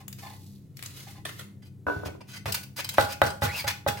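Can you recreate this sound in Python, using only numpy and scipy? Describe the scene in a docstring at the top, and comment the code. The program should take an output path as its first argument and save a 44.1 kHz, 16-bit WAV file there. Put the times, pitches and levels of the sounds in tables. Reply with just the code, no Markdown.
"""A table in a small hard room with a low hum. Powder is shaken from a crackling sachet into a clay
mortar of chopped vegetables. The wooden pestle is picked up with a knock and starts to pound:
the bowl rings, the table thuds, the food crunches. Between blows a steel spoon scrapes,
squeals and clinks round the wall."""
import sys
import numpy as np
from scipy import signal
from scipy.fft import rfft, irfft
from scipy.io import wavfile
from scipy.ndimage import uniform_filter1d

SR = 44100
rng = np.random.default_rng(int(sys.argv[2]) if len(sys.argv) > 2 else 0)


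def pcm_store(signal):
    """Save signal as 16-bit PCM."""
    levels = np.round(np.clip(np.atleast_2d(signal), -1, 1) * 32767)
    wavfile.write(sys.argv[1], SR, levels.astype(np.int16).T)


N = 176400

# spectrum of crushed food and scuffed wood: freq_hz, level_db
CRUNCH_SPECTRUM = [(200, 9.5), (700, 15), (2000, 5.5), (4500, 3.5), (8000, -4.5), (12500, -4)]
# spectrum of steel on gritty clay: freq_hz, level_db
GRIT_SPECTRUM = [(150, -10), (400, -1.5), (900, 4), (1400, 1), (2400, 5.5), (3600, 1), (5000, -1),
                 (7000, -6.5), (10000, -9.5), (12500, -9)]


def pounding():
    """Each pestle blow knocks, rings the bowl, shakes the table, then crushes the food."""
    # blows: start_s, knock_db, contact_cutoff_hz, ring_db, thud_db, crunch_db, crunch_length_s
    blows = [(2.4574, -5, 3760, -16, -33.5, -31, 0.028), (2.9828, 16.5, 1680, 9.5, -31, -29.5, 0.056),
             (3.217, 15.5, 2130, 7, -30, -31.5, 0.045), (3.42, 0, 1940, 5, -27, -26.5, 0.03),
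             (3.643, -10.5, 1100, -3.5, -38, -59, .02), (3.864, 5, 840, 5, -33.5, -23, 0.014)]
    # dull knock: freq_hz, level_db
    knock_spectrum = [(60, -39), (200, -15), (440, -12.5), (545, 2), (680, -4.5), (1000, -9.5),
                      (1420, -4.5), (2000, -15), (3300, -15.5), (6000, -22), (16000, -2)]
    # mortar modes: pitch_hz, level_db, t60_s
    bowl_modes = [(571, 8, 0.057), (824, 3.5, 0.32), (1200, -23, 0.16), (1321, 0.5, .08), (1386, -5, 0.11),
                  (1434, -9.5, 0.51), (1475, -1, 0.34), (1567, -4, 0.19), (1986, 6.5, 0.1), (3020, -6, 0.1),
                  (3840, 9.5, 0.085)]
    bowl_rise_s, crunch_delay_s = 0.0032, 0.01
    knock, bowl, table, food = np.zeros((4, N))
    for start_s, knock_db, cutoff_hz, ring_db, thud_db, crunch_db, length_s in blows:
        contact = response(knock_spectrum, cutoff_hz=cutoff_hz)
        add(knock, start_s, undb(knock_db) * wall_flex(contact))
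        tone = ring([(hz, db - rolloff_db(hz, cutoff_hz), t60_s) for hz, db, t60_s in bowl_modes])
        tone *= 1 - np.exp(-seconds(len(tone)) / bowl_rise_s)
        add(bowl, start_s, at_energy(tone, ring_db))
        add(table, start_s, table_thud(thud_db))
        fractures = burst(length_s, rise_s=0.0012, fall_s=0.014, spread_db=0.5)
        crunch = through(fractures, response(CRUNCH_SPECTRUM))
        add(food, start_s + crunch_delay_s, undb(crunch_db) * crunch)
    out = room(bowl, wet_db=-8, pan_db=-3, left_lag_s=-0.00015 * -1)
    out += room(knock, wet_db=3.5, t60_scale=0.91)
    out += room(table, wet_db=-27)
    clumps = unit_rms(undb(3.5 * wander(306)))  # the vegetables give way in fits
    return out + room(food * clumps, wet_db=8, pan_db=0.5)


def wall_flex(pulse, centre_hz=1260):
    """All-pass: the flexing wall lets a knock out over a few swings."""
    poles = signal.butter(2, centre_hz, fs=SR)[1]
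    return signal.lfilter(poles[::-1], poles, pulse)


def table_thud(level_db, damping=1, rise_s=0.0069):
    """The table gives under a push and swings."""
    # table modes: pitch_hz, level_db, t60_s
    table_modes = [(73.7, -11, 0.59), (85.9, 3, 0.39), (102.4, 7.5, 0.27), (137, 1.5, 0.28),
                   (187.8, -9.5, 0.34)]
    swing = ring([(hz, db, t60_s / damping) for hz, db, t60_s in table_modes])
    return undb(level_db) * swing * (1 - np.exp(-seconds(len(swing)) / rise_s))


def pestle_lift():
    """The pestle bumps, rattles and scuffs as it leaves the table."""
    # bumps: start_s, knock_db, contact_cutoff_hz, ring_db, thud_db
    bumps = [(1.8675, 0.5, 1900, 0.5, -35), (1.884, 5.5, 1530, -21, -51), (1.899, 0.5, 1600, -2.5, -46),
             (1.963, -9.5, 590, -19, -30.5), (2.034, -4.5, 650, -21, -46), (2.059, -6, 860, -22, -33),
             (2.085, -8, 700, -34, -39), (2.15, -16, 610, -30, -47)]
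    # wooden knock: freq_hz, level_db
    bump_spectrum = [(80, -31), (220, -11), (300, 5.5), (430, -2), (700, 0), (1200, -6), (1550, 2.5),
                     (1850, -25), (2800, -17), (5000, -36), (16000, -44)]
    # ring of a bump: pitch_hz, level_db, t60_s
    bump_modes = [(288, -11, 0.23), (407, -15, 0.59), (585, -8, 0.15), (984, -6, 0.19), (1415, -7, 0.18),
                  (1496, -3.5, 0.34)]
    knock, tone, table = np.zeros((3, N))
    for start_s, knock_db, cutoff_hz, ring_db, thud_db in bumps:
        add(knock, start_s, undb(knock_db) * response(bump_spectrum, cutoff_hz=cutoff_hz))
        add(tone, start_s, at_energy(ring(bump_modes), ring_db))
        add(table, start_s, table_thud(thud_db, damping=2.6))  # damped by the resting pestle
    scuff = through(burst(0.015, rise_s=0.0022, fall_s=0.15, spread_db=3), response(CRUNCH_SPECTRUM))
    add(knock, bumps[0][0], undb(-45.5) * scuff)
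    ringing = room(tone, wet_db=-7, pan_db=-1, left_lag_s=-0.0001)
    return ringing + room(knock, wet_db=9, t60_scale=1.02) + room(table, wet_db=-19)


def spoon_scrapes():
    """Steel catches on gritty clay and rings; light slides only stir the hollow of the bowl."""
    # strokes: start_s, length_s, grit_db, tilt_db_per_octave, ring_db
    strokes = [(1.618, 0.02, -62, -3.5, -58), (1.643, 0.036, -60.5, 4, -63), (2.048, 0.028, -40, 0, -53),
               (2.205, 0.0092, -43, -4.5, -59), (2.268, 0.08, -53, 2, -49.5),
               (2.326, 0.037, -53.5, -1.5, -43), (2.357, 0.019, -45.5, 1.5, -41.5),
               (2.457, 0.0087, -30.5, -2.5, -41), (2.523, 0.003, -22, 9, -42),
               (2.541, 0.0078, -21.5, 4.5, -29), (2.556, 0.031, -43, 0, -59), (2.629, 0.01, -41, 3.5, -67),
               (2.76, 0.025, -38, 3.5, -39), (2.781, 0.022, -30, -0.5, -43),
               (2.842, 0.0071, -34.5, 3.5, -42), (2.887, 0.01, -36.5, 3.5, -38),
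               (2.902, 0.055, -52, -5, -51), (2.963, 0.038, -37.5, 1, -55),
               (2.939, 0.0095, -37.5, 1.5, -50), (3.084, 0.031, -39.5, 0, -42.5),
               (3.119, 0.012, -32, 2, -39.5), (3.248, 0.063, -43.5, -13, -46), (3.41, 0.044, -32.5, 3, -41),
               (3.492, 0.13, -38.5, 0, -57), (3.551, 0.058, -33.5, 5, -46), (3.667, 0.011, -35, -3, -36),
               (3.675, 0.013, -22, 0.1, -36), (3.696, 0.015, -29.5, 0, -54),
               (3.965, 0.025, -41.5, -4, -44.5)]
    # light slides: start_s, length_s, level_db
    slides = [(0.0, 0.0068, -44), (0.218, 0.063, -42), (.29, 0.049, -48.5), (1.061, 0.018, -45.5),
              (1.145, 0.038, -50)]
    # hollow of the bowl: pitch_hz, width_hz, level_db
    hollow_modes = [(818, 15, 4.5), (872, 29, 3), (1037, 69, -7.5), (1474, 25, -12), (1800, 110, -7.5),
                    (1966, 26, -2.5), (2447, 74, -12), (3490, 44, -14.5), (4370, 83, -13)]
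    grit, slide = np.zeros((2, N))
    for start_s, length_s, grit_db, tilt, ring_db in strokes:
        catches = burst(length_s, rise_s=0.32 * length_s, fall_s=0.0044, spread_db=2.5)
        contact = undb(grit_db) * response(GRIT_SPECTRUM, tilt) + undb(ring_db) * steel_ring()
        add(grit, start_s, through(catches, contact))
    for start_s, length_s, level_db in slides:
        add(slide, start_s, undb(level_db) * burst(length_s, rise_s=0.011, fall_s=0.014, spread_db=4))
    hollow = through(slide, resonances(hollow_modes))
    return room(grit, wet_db=4, t60_scale=0.89) + room(hollow, wet_db=5)


def spoon_clinks():
    """The edge ticks on clay or pestle; so short a touch rings mostly the high modes."""
    # clinks: start_s, tick_db, tilt_db_per_octave, ring_db
    clinks = [(2.522, 1.5, 6, -4), (2.766, -11, 17, -25), (2.805, -7, 4, -23), (2.8455, -8, 2, -8),
              (2.89, -2, 3, -13), (2.939, -12, 10, -19), (3.0095, 3, 4, -5), (3.1235, -14, -1, -24),
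              (3.263, -15, 5, -10), (3.271, -14, -3, -31), (3.3035, -15, 1, -13), (3.643, -15, 2, -20)]
    out = np.zeros(N)
    highpass = signal.butter(2, 4070, "high", fs=SR)
    for start_s, tick_db, tilt, ring_db in clinks:
        tick = through(burst(fall_s=0.0011, spread_db=10), response(GRIT_SPECTRUM, tilt))
        tone = signal.lfilter(*highpass, steel_ring())
        add(out, start_s, at_energy(tick, tick_db))
        add(out, start_s, at_energy(tone, ring_db))
    return room(out, wet_db=7.5, pan_db=9, t60_scale=0.99)


def steel_ring(grip_detune=0.003, scatter_db=3.5):
    """Each touch meets the spoon at another point and stirs another mix of its modes."""
    # spoon modes: pitch_hz, width_hz, level_db
    spoon_modes = [(1485, 46, 3), (2057, 92, -2), (2505, 76, -1), (3080, 60, 2), (3980, 48, -0.5),
                   (4390, 63, -4), (4780, 79, 0.5), (4960, 30, -5), (5580, 60, -18), (6110, 48, -4),
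                   (8010, 80, -4), (9600, 110, -13)]
    return resonances([(hz * (1 + grip_detune * rng.normal()), width_hz, db + scatter_db * rng.normal())
                       for hz, width_hz, db in spoon_modes])


def spoon_squeal():
    """Stick-slip: pitch follows the speed of the drag; the octave takes over as the spoon slows."""
    # one long drag: time_s, pitch_hz, fundamental_db, octave_db, pitch_jitter_ratio
    drag = [(3.465, 1492, -33, -53, 0.17), (3.497, 2000, -34.5, -48, 0.1), (3.522, 2400, -44.5, -54, .04),
            (3.542, 2583, -32, -50, 0.04), (3.558, 2743, -28.5, -56, 0.03), (3.574, 2660, -41, -42, 0),
            (3.593, 2407, -38, -37, 0.04), (3.61, 2217, -39.5, -39, 0.07), (3.635, 2200, -67, -61, .05)]
    pitch_hz = curve(drag) * (1 + curve(drag, column=4) * wander(860))
    phase = 2 * np.pi * np.cumsum(pitch_hz) / SR
    tone = np.sin(phase) * fade(drag, column=2) + np.sin(2 * phase) * fade(drag, column=3)
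    flutter = unit_rms(undb(4.1 * wander(360)))
    return room(np.sqrt(2) * tone * flutter, wet_db=-3.5)


def sachet():
    """Foil snaps and rustles while powder hisses into the bowl; then the sachet is laid down."""
    # snaps in the fingers: start_s, level_db, tilt_db_per_octave
    snap_events = [(.081, -10, 2.5), (0.128, -13, 3.5), (0.186, -24.5, -1), (0.77, -17, 2.5),
                   (0.792, -18, 0), (.826, -9, 1), (0.836, -14.5, 2), (0.861, -10.5, 1)]
    # foil: freq_hz, level_db
    foil_spectrum = [(150, -13), (400, -1), (900, -2), (1900, 1.5), (4000, 1), (7000, -3), (12500, -6)]
    # rustle: time_s, level_db
    rustle_levels = [(0, -49), (.06, -81), (.1, -62), (.17, -66), (.19, -41.5), (.23, -63), (.74, -75),
                     (.78, -49.5), (.81, -52), (.85, -46), (.92, -50), (.98, -42.5), (1.05, -54),
                     (1.1, -46), (1.23, -73), (1.27, -48), (1.35, -50.5), (1.40, -44.5), (1.47, -84),
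                     (1.56, -85)]
    # powder flow: time_s, level_db
    pour_levels = [(.17, -80), (.22, -49.5), (.3, -50), (.42, -55), (.55, -59.5), (.68, -89), (.76, -85)]
    # powder hiss: freq_hz, level_db
    powder_spectrum = [(400, 0), (1500, -19), (4000, 2.5), (8000, -4), (12500, -1.5)]
    # taps on laying down: start_s, level_db
    tap_events = [(1.25, -3), (1.26, -12.5), (1.291, -10.5), (1.392, -10), (1.408, -16.5)]
    # tap contact: freq_hz, level_db
    tap_spectrum = [(150, -1), (380, 9), (600, 7.5), (800, 1), (1100, 4), (1800, 7), (2500, 3), (3300, 6),
                    (5000, -6.5), (9000, -7), (16000, -13.5)]
    # ring of a tap: pitch_hz, level_db, t60_s
    tap_modes = [(1796, -2.5, 0.17), (2099, -2.5, 0.15), (3610, -6, 0.094), (4250, -5.5, 0.1)]
    snaps, taps = np.zeros((2, N))
    for start_s, level_db, tilt in snap_events:
        snap = through(burst(fall_s=0.00064, spread_db=6), response(foil_spectrum, tilt))
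        add(snaps, start_s, at_energy(snap, level_db))
    for start_s, level_db in tap_events:
        tap = through(burst(fall_s=0.0037, spread_db=7), response(tap_spectrum))
        tone = ring(tap_modes, size=len(tap))
        add(taps, start_s, at_energy(tap, level_db) + at_energy(tone, level_db - 7.5))
    crinkles = unit_rms(grains(spread_db=1.5) * undb(2.6 * wander(92)))
    rustle = through(crinkles, response(foil_spectrum, tilt_db_per_octave=0.76)) * fade(rustle_levels)
    powder = through(grains(spread_db=7.5), response(powder_spectrum)) * fade(pour_levels)
    return (room(snaps, wet_db=5.5, pan_db=9, left_lag_s=-0.00016) + room(taps, wet_db=18)
            + room(rustle, wet_db=16, pan_db=-2) + room(powder, wet_db=20, pan_db=10))


def background():
    """A wavering hum over low rumble and faint hiss."""
    # rumble and hiss: freq_hz, level_db
    floor_spectrum = [(25, -9), (50, -5.5), (75, -5), (100, 5), (135, 3.5), (170, -2), (220, -11.5),
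                      (300, -10), (500, -22.5), (1000, -38.5), (3000, -45), (8000, -46.5), (16000, -46)]
    # hum tones: pitch_hz, level_db
    hum_tones = [(100, -53.5), (131, -56.5), (199, -59)]
    out = undb(-48.5) * through(rng.standard_normal(N), response(floor_spectrum))
    for pitch_hz, level_db in hum_tones:
        amplitude = np.sqrt(2) * undb(level_db + 3.8 * wander(13.4))
        out += amplitude * np.sin(2 * np.pi * pitch_hz * seconds() + 0.69 * wander(7))
    return room(out, wet_db=-7.5)


def room(x, wet_db, pan_db=0, left_lag_s=0, t60_scale=1, size=22050):
    """Direct sound, early reflections and a diffuse tail per side; positive pan leans left."""
    # room decay: freq_hz, t60_s
    decay_bands = [(150, 0.52), (500, 0.43), (1500, 0.36), (5000, 0.33), (14000, 0.35)]
    early_s, early_db = 0.0025, 21
    t, log_freq = seconds(size), np.log(bins_hz(size))
    band_hz, band_t60_s = np.array(decay_bands).T
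    shares = [np.interp(log_freq, np.log(band_hz), row) for row in np.eye(len(band_hz))]
    left = irfft(rfft(x) * np.exp(-2j * np.pi * np.fft.rfftfreq(N, 1 / SR) * left_lag_s), N)
    out = []
    for pan_share, direct in ((0.5, left), (-0.9, x)):
        noise = rfft(rng.standard_normal(size))
        tail = sum(irfft(noise * share) * decay(t, t60_s * t60_scale)
                   for share, t60_s in zip(shares, band_t60_s))
        tail *= (1 + undb(early_db) * np.exp(-t / early_s)) * (t > 0.001)
        wet = through(x, whiten(tail) / np.sqrt(size))
        out.append(direct * undb(pan_share * pan_db) + wet * undb(wet_db))
    return np.array(out) / np.sqrt(1 + undb(2 * wet_db))


def whiten(tail, width_bins=81):
    """Flatten a tail's broad colour, keep its fine ripple, drop its last quarter."""
    spectrum = rfft(tail)
    colour = np.sqrt(uniform_filter1d(np.abs(spectrum) ** 2, width_bins))
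    return unit_rms(irfft(spectrum / colour)[:len(tail) // 2 + len(tail) // 4])


def response(points, tilt_db_per_octave=0, cutoff_hz=None, size=4096):
    """Minimum-phase impulse response of a spectrum, energy 1."""
    freq_hz = bins_hz(size)
    point_hz, point_db = np.array(points).T
    db = np.interp(np.log(freq_hz), np.log(point_hz), point_db)
    db += tilt_db_per_octave * np.log2(np.maximum(freq_hz, 400))
    if cutoff_hz:
        db -= rolloff_db(freq_hz, cutoff_hz)
    cepstrum = irfft(np.log(undb(db)))
    cepstrum[1:size // 2] *= 2
    cepstrum[size // 2 + 1:] = 0
    return at_energy(irfft(np.exp(rfft(cepstrum))))


def ring(modes, size=22050, detune=0.0018):
    """Decaying modes, each a little detuned."""
    t = seconds(size)
    return sum(undb(db) * np.sin(2 * np.pi * hz * (1 + detune * rng.normal()) * t) * decay(t, t60_s)
               for hz, db, t60_s in modes)


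def resonances(peaks, size=4096):
    """Impulse response of resonant peaks, energy 1."""
    t = seconds(size)
    return at_energy(sum(undb(db) * width_hz * np.cos(2 * np.pi * hz * t) * np.exp(-np.pi * width_hz * t)
                         for hz, width_hz, db in peaks))


def burst(length_s=0, rise_s=0, *, fall_s, spread_db, size=13230):
    """Grains that rise, hold until length_s, then die away."""
    t = seconds(size)
    attack = np.minimum(t / max(rise_s, 1 / SR), 1)
    release = np.exp(-np.maximum(t - length_s, 0) / fall_s)
    return grains(spread_db, size) * attack * release


def grains(spread_db, size=N):
    """Dense tiny fractures of uneven size."""
    return unit_rms(rng.standard_normal(size) * undb(spread_db * wander(2500, size)))


def wander(rate_hz, size=N):
    """Smooth random drift, rms 1."""
    span = int(SR / rate_hz)
    noise = rng.standard_normal(size + 2 * span)
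    return unit_rms(uniform_filter1d(uniform_filter1d(noise, span), span)[span:-span])


def curve(rows, column=1):
    """A table column, joined by straight lines in time."""
    rows = np.array(rows)
    return np.interp(seconds(), rows[:, 0], rows[:, column])


def fade(rows, column=1):
    """Gain of a level curve, silent outside it."""
    return undb(curve(rows, column)) * (seconds() >= rows[0][0]) * (seconds() <= rows[-1][0])


def add(track, start_s, x):
    start = int(start_s * SR)
    track[start:start + len(x)] += x[:N - start]


def through(x, impulse_response):
    return signal.fftconvolve(x, impulse_response)[:len(x)]


def rolloff_db(freq_hz, cutoff_hz):
    return 10 * np.log10(1 + (freq_hz / cutoff_hz) ** 4)


def decay(t, t60_s):
    return np.exp(-np.log(1000) * t / t60_s)


def undb(db):
    return 10 ** (np.asarray(db) / 20)


def unit_rms(x):
    return x / np.sqrt(np.mean(x ** 2) + 1e-20)


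def at_energy(x, level_db=0):
    return undb(level_db) * x / np.linalg.norm(x)


def seconds(size=N):
    return np.arange(size) / SR


def bins_hz(size):
    return np.maximum(np.fft.rfftfreq(size, 1 / SR), 1)


def scene():
    """Everything on the table, in the room."""
    return (pounding() + pestle_lift() + spoon_scrapes() + spoon_clinks() + spoon_squeal()
            + sachet() + background())


def record(dry, low_cut_hz=64, top_hz=16100):
    """Thin the deep bass and cut the top."""
    thin = signal.sosfilt(signal.butter(2, low_cut_hz, "high", fs=SR, output="sos"), dry)
    return signal.sosfilt(signal.ellip(10, 0.2, 80, top_hz, fs=SR, output="sos"), thin)


dry = scene()
out = record(dry)
pcm_store(out)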